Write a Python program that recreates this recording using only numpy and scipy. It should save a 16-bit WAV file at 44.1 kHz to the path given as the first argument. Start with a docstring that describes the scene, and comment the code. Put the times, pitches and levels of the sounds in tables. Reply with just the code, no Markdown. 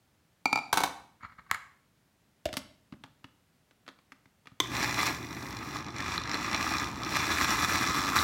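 """A blender hums under a heavy load: its blades chop vegetables into sauce, slip briefly in an air pocket,
then gather speed as the mix thins and swirls up the jar. Dense random clicks and bubbles ring the jar.
Before that a bowl and a plate clatter on a stone kitchen counter, a spoon is put down, a lid is pressed on
and a switch snaps: short blows that ring each thing's resonances. A noise tail adds the kitchen's echo."""
import sys
import numpy as np
from scipy import signal
from scipy.fft import rfft, irfft, next_fast_len
from scipy.io import wavfile
from scipy.ndimage import uniform_filter1d

SR = 44100
rng = np.random.default_rng(int(sys.argv[2]) if len(sys.argv) > 2 else 0)


def inscribe(sig):
    """Save sig as 16-bit PCM at rate SR to the path in sys.argv[1].

    A 1-D sig is mono; a 2-D sig holds one channel per row.
    Samples are clipped to [-1, 1] before scaling.
    """
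    pcm = np.round(np.clip(np.atleast_2d(sig).T, -1, 1) * 32767)
    wavfile.write(sys.argv[1], SR, pcm.astype(np.int16))


N = 362943
TIME = np.arange(N) / SR


def from_db(db):
    """Turn decibels into gain."""
    return 10 ** (np.asarray(db) / 20)


def rms_one(x):
    """Scale a sound to an average power of 1."""
    return x / np.sqrt(np.mean(x ** 2) + 1e-20)


def in_time(rows):
    """Draw each column of a table as a curve, sample by sample."""
    s, *columns = np.transpose(rows)
    return [np.interp(TIME, s, column) for column in columns]


def at_hz(points, hz):
    """Read a table between its points, along a log-frequency axis."""
    table_hz, values = np.array(points).T
    return np.interp(np.log(hz + 1), np.log(table_hz), values)


def add(out, s, sound):
    """Mix a short sound in at time s."""
    i = int(s * SR)
    out[i:i + len(sound)] += sound[:N - i]


def cut(x, hz, kind, order=2):
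    """Keep one range of pitches with a Butterworth filter."""
    return signal.sosfilt(signal.butter(order, hz, kind, fs=SR, output="sos"), x)


def registers(x):
    """Split a sound into low, middle (sign flipped) and high parts."""
    thud_hz, crack_hz = 450, 3000
    return cut(x, thud_hz, "low"), -cut(x, [thud_hz, crack_hz], "band"), cut(x, crack_hz, "high")


def resonate(x, hz, width):
    """Ring one resonance with gain 1 at its peak; a narrower one rings longer."""
    r = np.exp(-np.pi * width / SR)
    feed = np.array([1, 0, -1]) * (1 - r * r) / 2
    feedback = [1, -2 * r * np.cos(2 * np.pi * hz / SR), r * r]
    return signal.lfilter(feed, feedback, x + 1e-18)


def colour(x, spectrum, peaks=()):
    """Shape a sound by a broad spectrum with resonances on it, without smearing it backward in time."""
    size = next_fast_len(len(x) + SR // 10) * 2
    hz = np.arange(size // 2 + 1) * SR / size
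    db = at_hz(spectrum, hz) + sum(d / (1 + (2 * (hz - f) / w) ** 2) for f, w, d in peaks)
    # folding the cepstrum forward gives a minimum-phase filter
    cepstrum = irfft(np.log(from_db(db)))[:size // 2]
    cepstrum[1:] *= 2
    return irfft(rfft(x, size) * np.exp(rfft(cepstrum, size)))[:len(x)]


def drift(rate):
    """Wander randomly with a spread of 1, by straight lines between `rate` chance points per second."""
    knots = rng.standard_normal(N // 20)
    return np.interp(TIME * rate, np.arange(len(knots)), knots) * np.sqrt(3 / 2)


def grains(per_s, spread_db):
    """Scatter random clicks of uneven size and either sign."""
    sizes = from_db(spread_db * np.minimum(rng.exponential(1, N), 5)) * rng.choice([-1, 1], N)
    return rms_one(sizes * (rng.random(N) < per_s / SR))


def steady(x):
    """Even out slow swells, keeping the grain."""
    return x / np.sqrt(np.abs(uniform_filter1d(x ** 2, size=5000)) + 1e-12)


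# how long the kitchen's echo takes to fall by 60 dB: f/Hz, fall time/s
ECHO_TIMES = [(100, 0.87), (300, 0.54), (1000, 0.49), (4500, 0.47), (14000, 0.44)]


def kitchen(x, wet_db, dull_hz):
    """Add the echo to the direct sound: a noise tail that dies away at its own pace in each band."""
    t, tail = TIME[:SR * 3 // 4], 0
    edges = np.geomspace(40, 18000, 10)
    for low, high in zip(edges, edges[1:]):
        t60 = at_hz(ECHO_TIMES, np.sqrt(low * high))
        band = cut(rng.standard_normal(len(t)), [low, high], "band")
        tail = tail + band * from_db(-60 * t / t60)
    build_up = 1 - np.exp(-t / 0.0017)
    tail = rms_one(tail * build_up) / np.sqrt(len(t))
    tail = cut(tail, dull_hz, "low", order=1)
    return x + from_db(wet_db) * signal.fftconvolve(x, tail)[:N]


def blows(hits, modes, contact_s, scatter_db, rattle_db, crack_db, bright_hz, gain_db):
    """Each blow rings the modes and gives a short crack; the hits set thud, body and crack levels."""
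    rattle_s = 0.019   # how quickly a struck thing's rattling on its support dies away
    out, t = np.zeros(N), TIME[:SR // 4]
    for s, *levels_db in hits:
        # the contact is one click and a brief chatter, then loose parts rattle on
        contact = np.exp(-t / contact_s) / np.sqrt(contact_s * SR / 2)
        chatter, crack = rng.standard_normal((2, len(t))) * contact
        touches = rng.standard_normal(len(t)) * (rng.random(len(t)) < 700 / SR)
        rattle = from_db(rattle_db) * touches * np.exp(-t / rattle_s)
        force = (t == 0) + from_db(scatter_db) * chatter + rattle
        sound = from_db(crack_db) * cut(crack + rattle, bright_hz, "low", order=1)
        for k, (hz, width, db) in enumerate(modes):
            uneven_db = db + rng.normal(0, 0.65)   # no two blows ring quite alike
            sound = sound + (-1) ** k * from_db(uneven_db) * resonate(force, hz, width)
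        for part, db in zip(registers(sound), levels_db):
            add(out, s, part * from_db(db + gain_db) / np.std(part[t < .014]))
    return out


def by_force(hits, thud_db, snap_db):
    """Spread each blow's level over thud, body and crack; a weaker blow is duller."""
    dulling = 0.53   # extra dB of crack lost for each dB that a blow is weaker
    hardest = max(db for s, db in hits)
    return [(s, db + thud_db, db, db + snap_db + dulling * (db - hardest)) for s, db in hits]


# colour of the quiet room: f/Hz, level/dB (per Hz, before scaling)
ROOM_TONE = [(18, -48), (30, -23), (53, -12), (174, -8.5), (449, -20.5), (616, -20.5), (1220, -24.5),
             (1390, -23.5), (16000, -37.5)]


def room_tone():
    """Steady background air: noise shaped by the room's colour."""
    return from_db(-69.5) * rms_one(colour(rng.standard_normal(N), ROOM_TONE))


# the bowl lands and bounces: t/s, level/dB (before gain)
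BOWL_HITS = [(0.456, -24), (0.5285, -24), (0.5575, -27.5), (0.5745, -31.5), (0.587, -33.5)]
# what the bowl rings with: f/Hz, width/Hz, level/dB
BOWL_MODES = [(140, 25, -20), (269, 57, -15), (760, 130, -6), (874, 130, -4), (1323, 80, -9.5),
              (2230, 50, -7), (2372, 43, -0.5), (3830, 95, -19), (4620, 90, -9), (5950, 74, -19.5),
              (7050, 90, -18.5)]


def bowl():
    """The bowl lands on the stone and bounces, ringing its resonances."""
    return blows(by_force(BOWL_HITS, thud_db=-10, snap_db=-7.5), BOWL_MODES, contact_s=0.0031,
                 scatter_db=-14.5, rattle_db=-26.5, crack_db=-30.5, bright_hz=7000, gain_db=-1.5)


# the plate clatters down: t/s, level/dB (before gain)
PLATE_HITS = [(0.7285, -24), (0.7725, -24.5), (0.7815, -37), (0.804, -30), (0.8355, -25.5), (0.852, -40)]
# what the plate rings with: f/Hz, width/Hz, level/dB
PLATE_MODES = [(280, 51, -10.5), (704, 60, -2), (837, 270, -2), (943, 87, 3.5), (1128, 90, -7),
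               (1552, 130, -6), (2210, 23, -7), (3590, 130, -12), (4000, 52, -10), (4690, 29, -11),
               (6000, 120, -18.5)]


def plate():
    """The plate clatters down, with a longer contact and more rattle than the bowl."""
    return blows(by_force(PLATE_HITS, thud_db=-9, snap_db=-4.5), PLATE_MODES, contact_s=0.0065,
                 scatter_db=-7.5, rattle_db=-11, crack_db=-20, bright_hz=9300, gain_db=-1.5)


# the spoon is nudged along before it is let go: t/s, peak level/dB (before gain)
SCRAPES = [(1.212, -52.5), (1.234, -39), (1.251, -41), (1.297, -52), (1.323, -49.5), (1.391, -44),
           (1.466, -55.5), (1.502, -45)]
# what the spoon rings with, sliding or dropped: f/Hz, width/Hz, level/dB
SPOON_MODES = [(80, 50, -6), (230, 68, -13.5), (1130, 230, -3.5), (1335, 81, 2.5), (1580, 310, -6.5),
               (2180, 194, -4), (2800, 180, -17), (4330, 600, -17), (6940, 150, -18)]


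def spoon_slide(per_s, dull_hz, gain_db):
    """Tiny slips of friction ring the spoon's modes; each nudge swells quickly and dies away."""
    attack_s, release_s = 0.0045, 0.01
    slips = cut(grains(per_s, spread_db=1.8), dull_hz, "low", order=1)
    rub, push = 0, 0
    for k, (hz, width, db) in enumerate(SPOON_MODES):
        rub = rub + (-1) ** k * from_db(db) * resonate(slips, hz, width)
    for s, db in SCRAPES:
        fade = np.maximum((s - TIME) / attack_s, (TIME - s) / release_s).clip(0, 20)
        push = push + from_db(db) * np.exp(-fade)
    return from_db(gain_db) * push * rms_one(rub)


# the spoon drops and bounces once: t/s, level/dB (before gain)
SPOON_HITS = [(1.513, -24), (1.546, -33.5)]


def spoon_drop():
    """The spoon drops and bounces, with a very short, bright contact."""
    return blows(by_force(SPOON_HITS, thud_db=-21.5, snap_db=-6), SPOON_MODES, contact_s=0.0011,
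                 scatter_db=-4.5, rattle_db=-16, crack_db=-25.5, bright_hz=11000, gain_db=-3.5)


# the lid is pressed on: t/s, level/dB (before gain)
LID_HITS = [(2.4555, -28), (2.49, -43)]
# what the lid rings with: f/Hz, width/Hz, level/dB
LID_MODES = [(68, 24, -3), (137, 92, -11), (320, 72, -7), (610, 47, 4.5), (690, 140, -4.5),
             (1300, 140, -17.5), (2380, 1800, -15)]


def lid():
    """The lid is pressed on: a dull knock with more chatter than click."""
    return blows(by_force(LID_HITS, thud_db=-4, snap_db=-11.5), LID_MODES, contact_s=0.0045,
                 scatter_db=4.0, rattle_db=-17, crack_db=-18.5, bright_hz=2940, gain_db=-3.0)


# the jar snaps into its seat: t/s, level/dB (before gain)
JAR_SNAPS = [(2.529, -43), (2.539, -44), (2.569, -36)]
# a hand bumps and taps the motor base: t/s, tap level/dB, thud level/dB (before gain)
BASE_HITS = [(2.924, -52, -40), (2.938, -62, -44.5), (3.0375, -45, -54), (3.2429, -46, -51.5),
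             (3.71, -61, -78), (3.865, -58, -73), (3.879, -44.5, -75), (3.888, -45.5, -74),
             (3.988, -61.5, -80), (4.12, -47, -81), (4.257, -60, -62), (4.457, -57, -76),
             (4.471, -46.5, -64), (4.517, -67, -51)]
# what the motor base rings with: f/Hz, width/Hz, level/dB
BASE_MODES = [(118, 47, -1), (280, 47, -2.5), (1164, 330, -17.5), (2270, 1100, -18), (3970, 2100, -21.5)]


def motor_base():
    """The jar snaps into its seat and a hand taps the base; both ring the base's resonances."""
    fingertip_crack_db = -18   # a fingertip is soft: its crack lies this far under the tap
    snaps = by_force(JAR_SNAPS, thud_db=-2, snap_db=3.5)
    taps = [(s, thud_db, db, db + fingertip_crack_db) for s, db, thud_db in BASE_HITS]
    return blows(snaps + taps, BASE_MODES, contact_s=0.0035,
                 scatter_db=4.5, rattle_db=-16.5, crack_db=-17, bright_hz=4000, gain_db=-3)


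# the switch snaps on: t/s, level/dB (before gain)
SWITCH_HITS = [(4.6015, -25.5)]
# what the switch rings with: f/Hz, width/Hz, level/dB
SWITCH_MODES = [(303, 38, 7), (1050, 65, 5.5), (2030, 280, -4.5), (3120, 360, -5.5), (3620, 270, -2.5),
                (6300, 290, -10)]


def switch():
    """The switch snaps: one blow of strong chatter with hardly any rattle."""
    return blows(by_force(SWITCH_HITS, thud_db=-8.5, snap_db=1.8), SWITCH_MODES, contact_s=0.0032,
                 scatter_db=8, rattle_db=-40, crack_db=-10.0, bright_hz=9100, gain_db=-3.5)


MOTOR_ON_S = 4.605
# the parts of the motor's hum: multiple of the hum's pitch, level/dB (before the strain level)
HUM = [(1, 1.5), (2, -19), (3, -8), (4, -35)]


def motor_hum():
    """The motor's torque pulses at twice the mains frequency; pitch and strength waver a little."""
    hum_hz = 121.6
    start_db, eased_db, ease_s = -43.5, -54.5, 1.77
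    phase = 2 * np.pi * np.cumsum(hum_hz * (1 + 0.0035 * drift(11))) / SR
    hum = sum(from_db(db + 2 * drift(8.5)) * np.sin(round(k) * phase) for k, db in HUM)
    # the motor strains less once the big pieces are cut
    strain_db = np.interp(TIME - MOTOR_ON_S, [0, ease_s], [start_db, eased_db])
    return from_db(strain_db) * hum


def bubbles(per_s, spread_db, sharpness):
    """Bubbles of many sizes collapse, each ringing for a few cycles; even in power per Hz."""
    total = 0
    for hz in np.geomspace(300, 12000, 16):
        collapses = grains(per_s * np.sqrt(hz / 1000), spread_db)
        total = total + resonate(collapses, hz, hz / sharpness)
    return rms_one(total)


# how hard the blades bite into the mix, as a churning level: t/s, level/dB (before scaling)
BITE = [(4.63, -45), (4.69, -48), (4.74, -35), (4.83, -31), (4.92, -35), (5.0, -31.5), (5.07, -30.5),
        (5.2, -45.5), (5.73, -43), (5.76, -37), (5.83, -46), (5.93, -47), (5.98, -39), (6.15, -34.5),
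        (6.23, -42), (6.35, -32), (6.38, -38), (6.53, -32.5), (6.81, -32.5), (6.94, -45.5), (7.15, -31),
        (7.29, -32.5), (7.37, -30), (8.15, -32), (8.17, -27), (8.23, -29.5)]
# the shaft spins up, is dragged down, then gains as the mix thins: t/s, speed/(turns per s)
SPEED = [(4.6, 8.4), (4.75, 66), (5.2, 49), (6.35, 51.8), (6.7, 66), (7.15, 70), (7.35, 88), (8.23, 94)]
# the thinning sauce: t/s, vortex resonance level/dB, fine fizz level/dB
SLURRY = [(5.1, -5, 3), (5.5, 0.5, 9), (6.1, 1.5, -19), (6.6, 2.5, -0.5), (7.9, 5.5, 3), (8.2, 12, 3.5)]
# broad colour of the full jar on its base: f/Hz, level/dB
JAR = [(30, -25), (60, -1.5), (90, 1.5), (170, -6), (400, -15.5), (520, -18.5), (750, -12.5), (1500, -13.5),
       (2500, -11), (3000, -18.5), (5000, -16.5), (9500, -25.5), (15500, -25)]
# the jar's resonances on top of that colour: f/Hz, width/Hz, level/dB
JAR_MODES = [(208, 49, 2.8), (299, 123, 10.7), (880, 100, 3.4), (970, 51, 2.4), (1208, 357, 11.6),
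             (1660, 150, 5.8), (1768, 56, 4.5), (1982, 186, 8.0), (2398, 170, 6.8), (3492, 134, 10.1),
             (4047, 460, 7.9), (5666, 500, 9.8), (7300, 970, 4.5), (11340, 79, 7.1)]


def blades(rumble_db, churn_db, spray_db, surge_db):
    """Blades beat the mix: impacts and collapsing bubbles ring the jar, in step with the shaft."""
    full_bite_db = -31   # the blades are fully covered
    bite = in_time(BITE)[0] - full_bite_db
    speed, = in_time(SPEED)
    vortex_db, fizz_db = in_time(SLURRY)
    turns = np.cumsum(speed * (1 + .02 * drift(20))) / SR

    # two blades pass each turn, and the load surges as pieces fall in
    load = (1 + 0.19 * np.cos(4 * np.pi * turns)) * from_db(surge_db * drift(60))
    chopping = grains(1800, spread_db=3.2) + bubbles(per_s=260, spread_db=3.6, sharpness=4)
    impacts = rms_one(load * (chopping + 0.48 * rng.standard_normal(N)))

    # once a turn a blade tip catches a piece and throws a burst of spray
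    since_catch_s = (turns % 1) / speed
    catch = rms_one(np.exp(-since_catch_s / .002) * from_db(4 * drift(50)))
    bursts = cut(catch * rng.standard_normal(N), 6500, "low")
    # these bursts take a larger share as the blades lose their bite
    share = np.clip(0.32 - 0.43 * bite, 0, 1)
    droplets = impacts * (1 - share) + share * (.8 * bursts + .6 * rng.standard_normal(N))

    wall = kitchen(colour(impacts, JAR, JAR_MODES), wet_db=-9, dull_hz=9000)
    splash = kitchen(colour(droplets, JAR, JAR_MODES), wet_db=-9, dull_hz=9000)
    rumble, churn, _ = registers(wall)
    spray = registers(splash)[2]

    # the hollow of the vortex rings, and thinner sauce fizzes higher
    churn = churn + (from_db(vortex_db) - 1) * resonate(churn, hz=1270, width=280)
    fizz = spray - cut(spray, 8500, "low", order=1)
    spray = spray + (from_db(fizz_db) - 1) * fizz

    # churn and spray follow the bite; the rumble mostly follows the shaft (4 dB per doubling)
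    loaded_turns_per_s = 55.4
    rumble_swing = 0.16 * bite + 4 * np.log2(speed / loaded_turns_per_s)
    mix = from_db(rumble_db + rumble_swing) * steady(rumble)
    mix = mix + from_db(churn_db + bite) * steady(churn)
    return mix + from_db(spray_db + 0.99 * bite) * steady(spray)


def blender():
    """The beaten mix and the motor's hum, both fading in within 15 ms of switching on."""
    running = np.clip((TIME - MOTOR_ON_S) / 0.015, 0, 1)
    mix = blades(rumble_db=-41.5, churn_db=-32.5, spray_db=-36, surge_db=2.0)
    return running * (mix + motor_hum())


# hard pieces flung against the jar: t/s, peak level/dB (before gain), ring f/Hz
CHUNKS = [(4.991, -22.5, 1930), (5.031, -23, 1300), (6.006, -27.5, 2000), (6.179, -22.5, 4000),
          (6.344, -25, 4120), (7.757, -21, 1895), (7.823, -28, 1260), (7.946, -26.5, 1130),
          (8.1633, -18, 1370), (8.181, -19, 1300), (8.189, -19, 3800)]


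def flung_pieces(gain_db, width_hz, jar_share):
    """A hard piece knocks on the jar and stirs one resonance most."""
    out, t = np.zeros(N), TIME[:SR // 20]
    for s, db, hz in CHUNKS:
        knock = colour(rng.standard_normal(len(t)) * np.exp(-t / 0.00049), JAR, JAR_MODES)
        knock = jar_share * rms_one(knock) + rms_one(resonate(knock, hz, width_hz))
        add(out, s, from_db(db + gain_db) * knock / np.abs(knock).max())
    return out


def scene():
    """Things are handled on the counter, then the blender runs."""
    spoon = spoon_slide(per_s=2100, dull_hz=1700, gain_db=-1.5) + spoon_drop()
    pieces = flung_pieces(gain_db=5.5, width_hz=390, jar_share=0.52)
    near = kitchen(bowl() + switch() + pieces, wet_db=-10, dull_hz=9000)
    near = near + kitchen(motor_base() + lid(), wet_db=-11.5, dull_hz=7150)
    far = kitchen(plate(), wet_db=-9.5, dull_hz=9900) + kitchen(spoon, wet_db=-11.0, dull_hz=6000)
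    return (room_tone() + near + far + blender())[None]


def record(dry):
    """The microphone loses the deepest bass; the top is cut steeply."""
    dry = cut(dry, 38, "high")
    return signal.sosfilt(signal.ellip(10, .1, 80, 15900, fs=SR, output="sos"), dry)


dry = scene()
out = record(dry)
inscribe(out)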